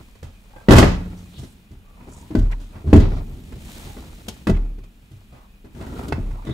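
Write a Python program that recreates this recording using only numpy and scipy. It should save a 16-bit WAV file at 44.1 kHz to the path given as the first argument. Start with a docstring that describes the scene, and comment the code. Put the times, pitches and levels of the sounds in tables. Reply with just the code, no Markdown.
"""Inside a van a heavy rear seat is dropped onto its floor latches, slid to its stops, folded and shoved back.
Each blow sums noise and damped modes: the steel frame clanks, floor panels knock, the cabin booms and reverberates.
Shaped noise in uneven slips makes the rubbing upholstery, rumbling runners and creaking hinges in between.
The van sways on its springs; outdoor hiss and a faint whine lie behind. Peaks saturate near full scale."""
import sys
import numpy as np
from scipy import signal
from scipy.fft import rfft, irfft, next_fast_len
from scipy.io import wavfile
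from scipy.ndimage import map_coordinates

SR = 44100
rng = np.random.default_rng(int(sys.argv[2]) if len(sys.argv) > 2 else 0)


def put_to_file(sound):
    """Save the sound as 16-bit audio at rate SR, in the file named by the first command-line argument."""
    columns = np.atleast_2d(sound).T  # one column per channel
    safe = np.clip(columns, -1, 1)
    whole_steps = np.round(safe * 32767)
    wavfile.write(sys.argv[1], SR, whole_steps.astype(np.int16))


N = 287973

# Blows of the seat; sizzle is relative to the clank, decay is held within 0.02 to 0.6 s:
# start_s, clank_db, sizzle_db, panel_knock_db, low_thud_db, decay_t60_s
BLOWS = [(.15, -44.5, -11, -58, -48, 0.075), (.226, -38.5, -7, -41.5, -29, .15),
         (0.559, -40.5, -28, -56, -42, .11), (.685, -11.5, -21, -.6, -9.5, .13),
         (.706, -9, -11.5, -0.9, -3, 0.19), (.734, -8, -14, -2, -11.5, 0.058),
         (.754, -12, -12.5, -27, -8, 0.33), (.782, -4.5, -7.5, 1.5, -11, 0.089),
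         (.827, -10, -32, -5, -11.5, 0.086), (1.379, -47, -0.5, -46, -27.5, .3),
         (1.431, -42, -4, -29.5, -41.5, 0.069), (1.709, -51.5, -5.5, -40, -33.5, 0.15),
         (2.002, -48, -26.5, -39.5, -44, 0.14), (2.071, -48, -10, -35.5, -37, 0.13),
         (2.305, -39, -26, -23.5, -30.5, 0.14), (2.35, -23.5, -13.5, -6, -16.5, 0.082),
         (2.382, -46.5, 1, -19, -14.5, 0.14), (2.51, -38.5, -7, -54, -35, 0.083),
         (2.596, -49.5, -4, -47, -41, 0.3), (2.751, -42.5, -24, -37.5, -33.5, 0.19),
         (2.843, -62, -18, -27.5, -21.5, 0.11), (2.87, -41, -15, -21, -12, 0.69),
         (2.929, -14, -16.5, 4, -1, 0.093), (2.957, -20, -15, -2, -4.5, .12),
         (2.999, -28, -9.5, -10.5, -13.5, .09), (3.291, -55, -18, -42, -30, 0.052),
         (3.522, -34, -32.5, -38, -36.5, 0.041), (3.966, -38.5, -27, -30.5, -48, 0.11),
         (4.281, -29, 3.5, -26.5, -36, 0.08), (4.469, -18.5, -16.5, -11, -18, 0.13),
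         (4.494, -22.5, -11, -6, -13.5, 0.077), (4.565, -34, -15, -32, -45.5, .06),
         (4.781, -45.5, -10, -39, -38.5, 0.07), (4.833, -47, -7, -53.5, -53.5, 0.093),
         (5.112, -53, -0.5, -43, -34.5, 0.12), (5.32, -50.5, -15, -49, -40.5, 0.42),
         (5.643, -45.5, -12, -36, -42.5, 0.099), (5.745, -46.5, -10.5, -37.5, -33, 0.32),
         (5.809, -35, -17, -34, -36, .11), (5.864, -39, -17, -34, -52, 0.084),
         (6.079, -40, 4, -23.5, -38, .07), (6.096, -48.5, -13.5, -24, -29, 0.058),
         (6.122, -16.5, -21, -24.5, -19.5, 0.054), (6.18, -48, -13, -19, -20.5, 0.067),
         (6.306, -41.5, -15, -51, -34, 0.11), (6.448, -40, -6, -31, -33, .072),
         (6.468, -33.5, -15, -23.5, -24, .095), (6.49, -34.5, -14, -19, -20, 0.059)]
# Long low rings after heavy blows, of the cabin's lowest mode and a wooden cabinet:
# start_s, level_db, pitch_hz, rise_s, decay_t60_s
CABIN_BOOMS = [(0.722, 2, 37.9, 0.16, 0.61), (.76, -18, 179.4, 0.067, 1.18), (0.801, -18, 96.14, 0.055, 1),
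               (2.37, 4.5, 36.05, 0.11, 0.45), (2.952, -4, 32.95, 0.049, 0.75),
               (4.492, -4, 35.8, 0.065, 0.64), (6.188, -10, 35.06, 0.09, 0.65),
               (6.463, -21, 39.7, 0.021, .5)]
# Modes of floor panels and steel frame, whose damping each blow scales: pitch_hz, level_db, decay_t60_s
PANEL_MODES = [(177, -16.5, 0.49), (214.4, 6.5, 0.095), (252, -4, 0.19), (295.6, 3.5, 0.095),
               (320.1, -14.5, 0.28), (369.7, -5, 0.14), (399.5, -12.5, 0.29), (439.2, -20, 0.23),
               (567, -24, 0.26), (639, -15, 0.14)]
STEEL_FRAME_MODES = [(773, -4.5, .3), (836, -3.5, 0.14), (878, -1.5, 0.4), (1065, -1, 0.29),
                     (1240, -9, 0.15), (1350, -7.5, 0.41), (1504, -0.5, 0.25), (1660, -12, 0.4),
                     (1706, -1.5, 0.24), (1991, 5.5, 0.19), (2130, -1.5, 0.23), (2589, 1, 0.23),
                     (2670, -13, .3)]
# Modes of the floorpan's low thud, damped by a fixed 0.96 of these rates: pitch_hz, level_db, decay_t60_s
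FLOORPAN_MODES = [(63.7, -4, 0.4), (81.2, 4.5, 0.2), (96.3, -4, 0.39), (127.4, 6, 0.16)]
# Noise spectra of the metal in a blow: frequency_hz, relative_level_db (per Hz)
CLANK_SPECTRUM = [(300, 2), (700, 1.5), (1500, -6.5), (3000, -17.5), (5000, -23), (9000, -67)]
SIZZLE_SPECTRUM = [(1760, -32.5), (3000, -0.5), (4530, -6), (7280, -7), (8010, -10.5), (9260, -11.5),
                   (15500, -22)]
# Noise spectra of runners, hinges and frame, upholstery and its fine hiss: frequency_hz, relative_level_db (per Hz)
RUMBLE_SPECTRUM = [(32, -34), (55, 7.5), (123, -1), (243, -3.5), (307, -8), (383, -13), (446, -14),
                   (484, -23.5), (900, -27), (1170, -57.5), (1980, -120)]
CREAK_SPECTRUM = [(290, -22), (500, -2), (722, -5), (786, -4.5), (921, -4.5), (989, -7.5), (1420, -8),
                  (1530, -20), (2400, -14), (3120, -52), (5280, -120)]
CLOTH_SPECTRUM = [(880, -23.5), (1500, -0.5), (1970, 2), (3930, 2), (6000, -8), (7800, -35), (13200, -120)]
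HISS_SPECTRUM = [(3240, -32), (5500, -5), (7070, -1), (12300, -8), (15500, -9)]
# Noise spectra of the swaying van and of the outdoors: frequency_hz, relative_level_db (per Hz)
SWAY_SPECTRUM = [(15, -20.5), (30, 4.0), (50, -1.5), (75, -32.5), (150, -93)]
OUTDOORS_SPECTRUM = [(15, -35.5), (25, -7.5), (55, -6.5), (126, -15.5), (209, -6), (267, -22), (598, -27),
                     (895, -27.5), (1750, -29), (2490, -32), (2850, -28), (5730, -41), (7500, -41),
                     (13500, -40.5), (15500, -41.5)]
# A faint narrow whine: pitch_hz, width_hz, mean_level_db
WHINE = (2455, 240, -69.5)
# Likeness of left and right noise: frequency_hz, correlation (-1 to 1)
LEFT_RIGHT_LIKENESS = [(60, 0.97), (150, 0.97), (380, 0.86), (950, 0.087), (2380, -0.2), (5980, 0.6),
                       (15000, 1)]
# Reverberation of the cabin: frequency_hz, decay_t60_s
CABIN_DECAY = [(100, 0.23), (500, 0.35), (2000, 0.41), (6000, 0.41), (14000, 0.043)]
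# Cabin's answer to a blow, drier while the upright cushion muffles it: start_s, level_re_blow_db
CABIN_ANSWER = [(0.0, -9), (.8, -6.5), (2.3, -9), (3.1, -6), (3.5, -13.5), (4.9, -16.5), (5.2, -3.5),
                (6.0, -4.5), (6.15, -15), (6.53, -2.5)]
# The seat moving: start_s, runner_rumble_db, frame_creak_db, cloth_rub_db
FRICTION = [(0.0, -41, -53, -58.5), (.18, -64, -73, -65.5), (.6, -54, -55, -62.5),
            (1.35, -46.5, -60.5, -58), (1.53, -52.5, -75, -64.5), (1.8, -60.5, -66.5, -73),
            (2.07, -50, -54, -63), (2.22, -42.5, -55.5, -58), (2.55, -60, -79, -65.5),
            (2.75, -48.5, -53.5, -61.5), (3.4, -41.5, -66, -59.5), (3.58, -37.5, -55, -55.5),
            (3.72, -40, -50, -46.5), (3.86, -38, -46, -47.5), (4.05, -43, -54, -55),
            (4.38, -44, -57, -55.5), (4.58, -48, -77, -67), (4.85, -56, -79, -72),
            (5.22, -57.5, -69, -66.5), (5.69, -58, -74.5, -73), (5.8, -39, -50, -57.5),
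            (6.0, -35, -43.5, -51.5), (6.24, -36, -55.5, -62), (6.53, -57, -52, -62)]
# Short rubs, narrow ones squeak and wide ones rustle: start_s, length_s, pitch_hz, width_hz, level_db
RUBS = [(0.519, .13, 1580, 60, -56), (0.535, 0.08, 824, 120, -51), (1.162, 0.086, 6000, 5160, -60),
        (1.319, 0.09, 3500, 1520, -52), (1.366, 0.19, 8700, 6160, -63), (1.84, 0.19, 1154, 59.3, -64),
        (1.949, 0.39, 947, 151, -58), (2.087, 0.14, 7100, 4200, -56.5), (2.488, 0.064, 970, 200, -48),
        (2.504, 0.038, 1750, 1580, -42.5), (2.749, .05, 1530, 1500, -57), (3.102, 0.11, 3870, 4000, -58),
        (3.2, 0.31, 13300, 82, -70), (3.874, 0.094, 814, 70, -49), (4.541, 0.038, 1990, 1800, -47),
        (5.36, 0.12, 1007, 400, -57.5), (5.745, 0.51, 292, 295, -40), (5.788, 0.44, 930, 945, -50.5),
        (5.804, 0.4, 1360, 220, -53), (6.33, 0.12, 970, 199.5, -51.5), (6.44, 0.11, 1810, 150, -59),
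        (6.46, .14, 3630, 420, -48.5)]
# The van swaying on its springs: start_s, mean_level_db
SWAY_LEVELS = [(0.0, -46.5), (.7, -50), (1.5, -55.5), (2.2, -50.5), (2.8, -51), (3.3, -40), (3.9, -46),
               (4.4, -51), (5.5, -52), (6.2, -44.5)]

PAN_DB, PAN_SCATTER_DB = -2, 2  # right above left: the frame sits right of centre, blows scatter
ATTACK_S, ATTACK_SLOWS = 0.00096, 0.29  # rise of a clank at 0 dB; dB longer rise per dB weaker clank
SHUDDER_RISE_S, SHUDDER_T60_S = 0.069, 0.78
SHUDDER_RUMBLE_DB, SHUDDER_CREAK_DB, SHUDDER_CLOTH_DB = -16.5, -34.5, -33.5
CLOTH_SETTLES = 2.6  # power on the shudder: the cloth settles faster than the runners
TICKS_PER_S, TICK_SPREAD_DB, TICK_DB = 130, 1.5, -1.5  # small catches of the creak
HISS_DB = -2.3  # fine hiss relative to the cloth rub
OUTDOORS_DB, TOP_HZ = -54.5, 15750


def blows():
    """Impact excitation: each blow sets the damping of noise, frame and panels; the floorpan keeps its own."""
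    out = np.zeros((2, N + SR))
    t = np.arange(SR * 2 // 3) / SR
    for start, clank_db, sizzle_db, knock_db, thud_db, t60 in BLOWS:
        pan_db = PAN_DB + PAN_SCATTER_DB * rng.standard_normal()
        answer_db = np.interp(start, *np.transpose(CABIN_ANSWER))
        t60 = np.clip(t60, .02, .6)
        attack = ATTACK_S * amp(-ATTACK_SLOWS * clank_db)
        onset = 1 - np.exp(-(t / attack) ** 2)
        # loose parts strike in a quick uneven run
        chatter = amp(2.1 * wobble(154.6, size=len(t)))
        chatter /= chatter[:SR // 100].mean()
        crack = 1 + 0.65 * np.exp(-t / 0.0033)  # the first contact is the sharpest
        fade = amp(-60 * t / t60) * onset * crack * chatter

        frame = amp(-7.5) * onset * ring(STEEL_FRAME_MODES, t, 0.0012, damping=0.21 / t60)
        rattle = rush(CLANK_SPECTRUM, size=len(t)) * fade + frame
        buildup = 1 - np.exp(-t / 0.0029)
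        sizzle = amp(sizzle_db) * rush(SIZZLE_SPECTRUM, size=len(t)) * fade * buildup
        metal = amp(clank_db) * (rattle + sizzle) * amp([[pan_db / 2], [-pan_db / 2]])
        knock = amp(knock_db) * ring(PANEL_MODES, t, 0.0044, damping=0.13 / t60)
        knock = knock * amp([[1.1], [-1.1]])  # slightly left
        thud = amp(thud_db) * ring(FLOORPAN_MODES, t, 0.0094, damping=0.96)

        answer = cabin(amp(answer_db) * metal + amp(answer_db - 7.5) * knock + amp(-18.5) * thud)
        lumps = amp(1.7 * wobble(45, size=len(t)))  # the tail comes in lumps
        out[:, round(start * SR):][:, :len(t)] += metal + knock + thud + lumps * answer
    return out[:, :N]


def ring(modes, t, attack, damping):
    """Modal superposition: damped sines, newly weighted and detuned at each blow; peak 1."""
    hz, db, t60 = np.transpose(modes)[:, :, None]
    scatter_db = 3.76 * rng.standard_normal(db.shape)
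    strength = amp(db + scatter_db - 60 * t * damping / t60)
    detune = 1 + 0.019 * rng.standard_normal(hz.shape)
    partials = strength * np.sin(2 * np.pi * hz * detune * t)
    sound = partials.sum(0) * (1 - np.exp(-t / attack))
    return sound / np.abs(sound).max()


def cabin(x):
    """Diffuse reverberation: convolution with noise whose frequencies each decay at their own rate."""
    hz, t, grid = signal.stft(rng.standard_normal((2, SR // 2)), SR, nperseg=256)
    decay = amp(-60 * t / along(CABIN_DECAY, hz)[:, None])
    tail = signal.istft(grid * decay, SR, nperseg=256)[1]
    tail /= np.linalg.norm(tail[0])
    return signal.fftconvolve(x, tail, axes=1)[:, :x.shape[1]]


def booms():
    """Low-frequency resonance: each mode swells after a blow and decays exponentially."""
    out = np.zeros(N + SR)
    t = np.arange(SR) / SR
    for start, db, hz, rise, t60 in CABIN_BOOMS:
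        swell = (1 - np.exp(-t / rise)) * amp(db - 60 * t / t60)
        out[round(start * SR):][:SR] += swell * np.sin(2 * np.pi * hz * t)
    return out[:N]


def friction():
    """Stick-slip friction: shaped noise in uneven slips, with lumps at several speeds."""
    rumble_db, creak_db, cloth_db = curves(FRICTION)
    slips, grit, shake = wobble(45), wobble(300), shudder()
    # motion and shudder add as powers
    rumble_level = np.hypot(amp(rumble_db), amp(SHUDDER_RUMBLE_DB) * shake)
    creak_level = np.hypot(amp(creak_db), amp(SHUDDER_CREAK_DB) * shake)
    cloth_level = np.hypot(amp(cloth_db), amp(SHUDDER_CLOTH_DB) * shake ** CLOTH_SETTLES)

    rumble = unit(amp(1.6 * slips) * rush(RUMBLE_SPECTRUM))
    catching = amp(2.2 * slips + 3.0 * wobble(150)) * (1 + amp(TICK_DB) * ticks())
    creak = unit(catching * rush(CREAK_SPECTRUM))
    cloth = unit(amp(.8 * slips + 1.3 * grit) * rush(CLOTH_SPECTRUM))
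    hiss = amp(HISS_DB) * unit(amp(0.51 * wobble(18) + 1.6 * grit) * rush(HISS_SPECTRUM))
    return rumble_level * rumble + creak_level * creak + cloth_level * cloth + amp(cloth_db) * hiss


def shudder():
    """Transient response: the seat shudders on its runners after a blow, as hard as the blow's thud."""
    kicks = np.zeros(N)
    t = np.arange(SR) / SR
    starts = [round(row[0] * SR) for row in BLOWS]
    np.add.at(kicks, starts, [amp(row[4]) for row in BLOWS])
    swell = (1 - np.exp(-t / SHUDDER_RISE_S)) * amp(-60 * t / SHUDDER_T60_S)
    return np.abs(signal.fftconvolve(kicks, swell)[:N])


def ticks(size=N):
    """Random pulse process: envelope of scattered short catches, rms 1."""
    struck = rng.random(size) < TICKS_PER_S / SR
    sizes = struck * amp(TICK_SPREAD_DB * rng.exponential(size=size))
    decay = np.exp(-np.arange(SR // 20) / SR / 0.0044)
    return unit(np.abs(signal.fftconvolve(sizes, decay)[:size]))


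def rubs():
    """Stick-slip in one resonance: band noise broken by catches, swelling and fading."""
    out = np.zeros((2, N + SR))
    for start, length, hz, width, db in RUBS:
        n = round(length * SR)
        catches = 0.62 + 0.54 * ticks(size=n)
        swell = amp(db + 2.06 * wobble(89.1, size=n)) * np.hanning(n) ** 0.19 * catches
        out[:, round(start * SR):][:, :n] += swell * rush(band(hz, width), size=n)
    return out[:, :N]


def sway():
    """Suspension motion: very low noise of slowly varying level as the van sways on its springs."""
    return amp(curves(SWAY_LEVELS)[0] + 2.0 * wobble(2)) * rush(SWAY_SPECTRUM)


def outdoors():
    """Ambient noise: distant hiss through the open door and a faint wavering narrow-band whine."""
    hz, width, db = WHINE
    whine = amp(db + 3.3 * wobble(22)) * rush(band(hz, width))
    return amp(OUTDOORS_DB + 0.6 * wobble(2.6)) * rush(OUTDOORS_SPECTRUM) + whine


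def rush(spectrum, size=N):
    """Partial coherence: stereo noise of rms 1, mid and side weighted to set the left-right likeness."""
    def mid_and_side(hz):
        turn = np.arccos(np.clip(along(LEFT_RIGHT_LIKENESS, hz), -1, 1)) / 2
        return amp(along(spectrum, hz)) * [np.cos(turn), np.sin(turn)]

    mid, side = filtered(rng.standard_normal((2, size)), mid_and_side)
    return unit(np.array([mid + side, mid - side]))


def band(hz, width):
    """Resonance curve: (frequency_hz, level_db) points falling away on both sides of one peak."""
    ratio = 1 + width / hz
    skirts = ((-3, -60), (-.5, -5), (0, 0), (.5, -5), (3, -60))  # (power of ratio, dB)
    return [(hz * ratio ** power, db) for power, db in skirts]


def filtered(x, response):
    """Linear filtering: the spectrum of x times a response of frequency."""
    n = x.shape[-1]
    padded = next_fast_len(n + 8192)
    return irfft(rfft(x, padded) * response(np.fft.rfftfreq(padded, 1 / SR)), padded)[..., :n]


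def wobble(rate, size=N):
    """Random modulation: a smooth curve through normal draws, rate knots a second."""
    knots = rng.standard_normal(int(size * rate / SR) + 4)
    return map_coordinates(knots, [np.arange(size) * rate / SR])


def curves(rows):
    """Linear interpolation in time: one value per sample for each column after the time."""
    s, *columns = np.transpose(rows)
    return [np.interp(np.arange(N) / SR, s, column) for column in columns]


def along(points, hz):
    """Logarithmic frequency scale: (Hz, value) points interpolated along it."""
    f, v = np.transpose(points)
    return np.interp(np.log(hz + 1), np.log(f + 1), v)


def amp(db):
    """Decibel law: amplitude gain of a level in dB."""
    return 10 ** (np.asarray(db) / 20)


def unit(x):
    """Power normalisation: x at rms 1."""
    return x / np.sqrt(np.mean(x ** 2) + 1e-20)


def scene():
    """Superposition of all sources, from the blows to the outdoors."""
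    return blows() + booms() + friction() + rubs() + sway() + outdoors()


def record(dry):
    """Saturation and band limiting: peaks flatten near full scale, then all from TOP_HZ up is removed."""
    clipped = dry / (1 + np.abs(dry / .97) ** 16) ** (1 / 16)
    return filtered(clipped, lambda hz: hz < TOP_HZ)


dry = scene()
out = record(dry)
put_to_file(out)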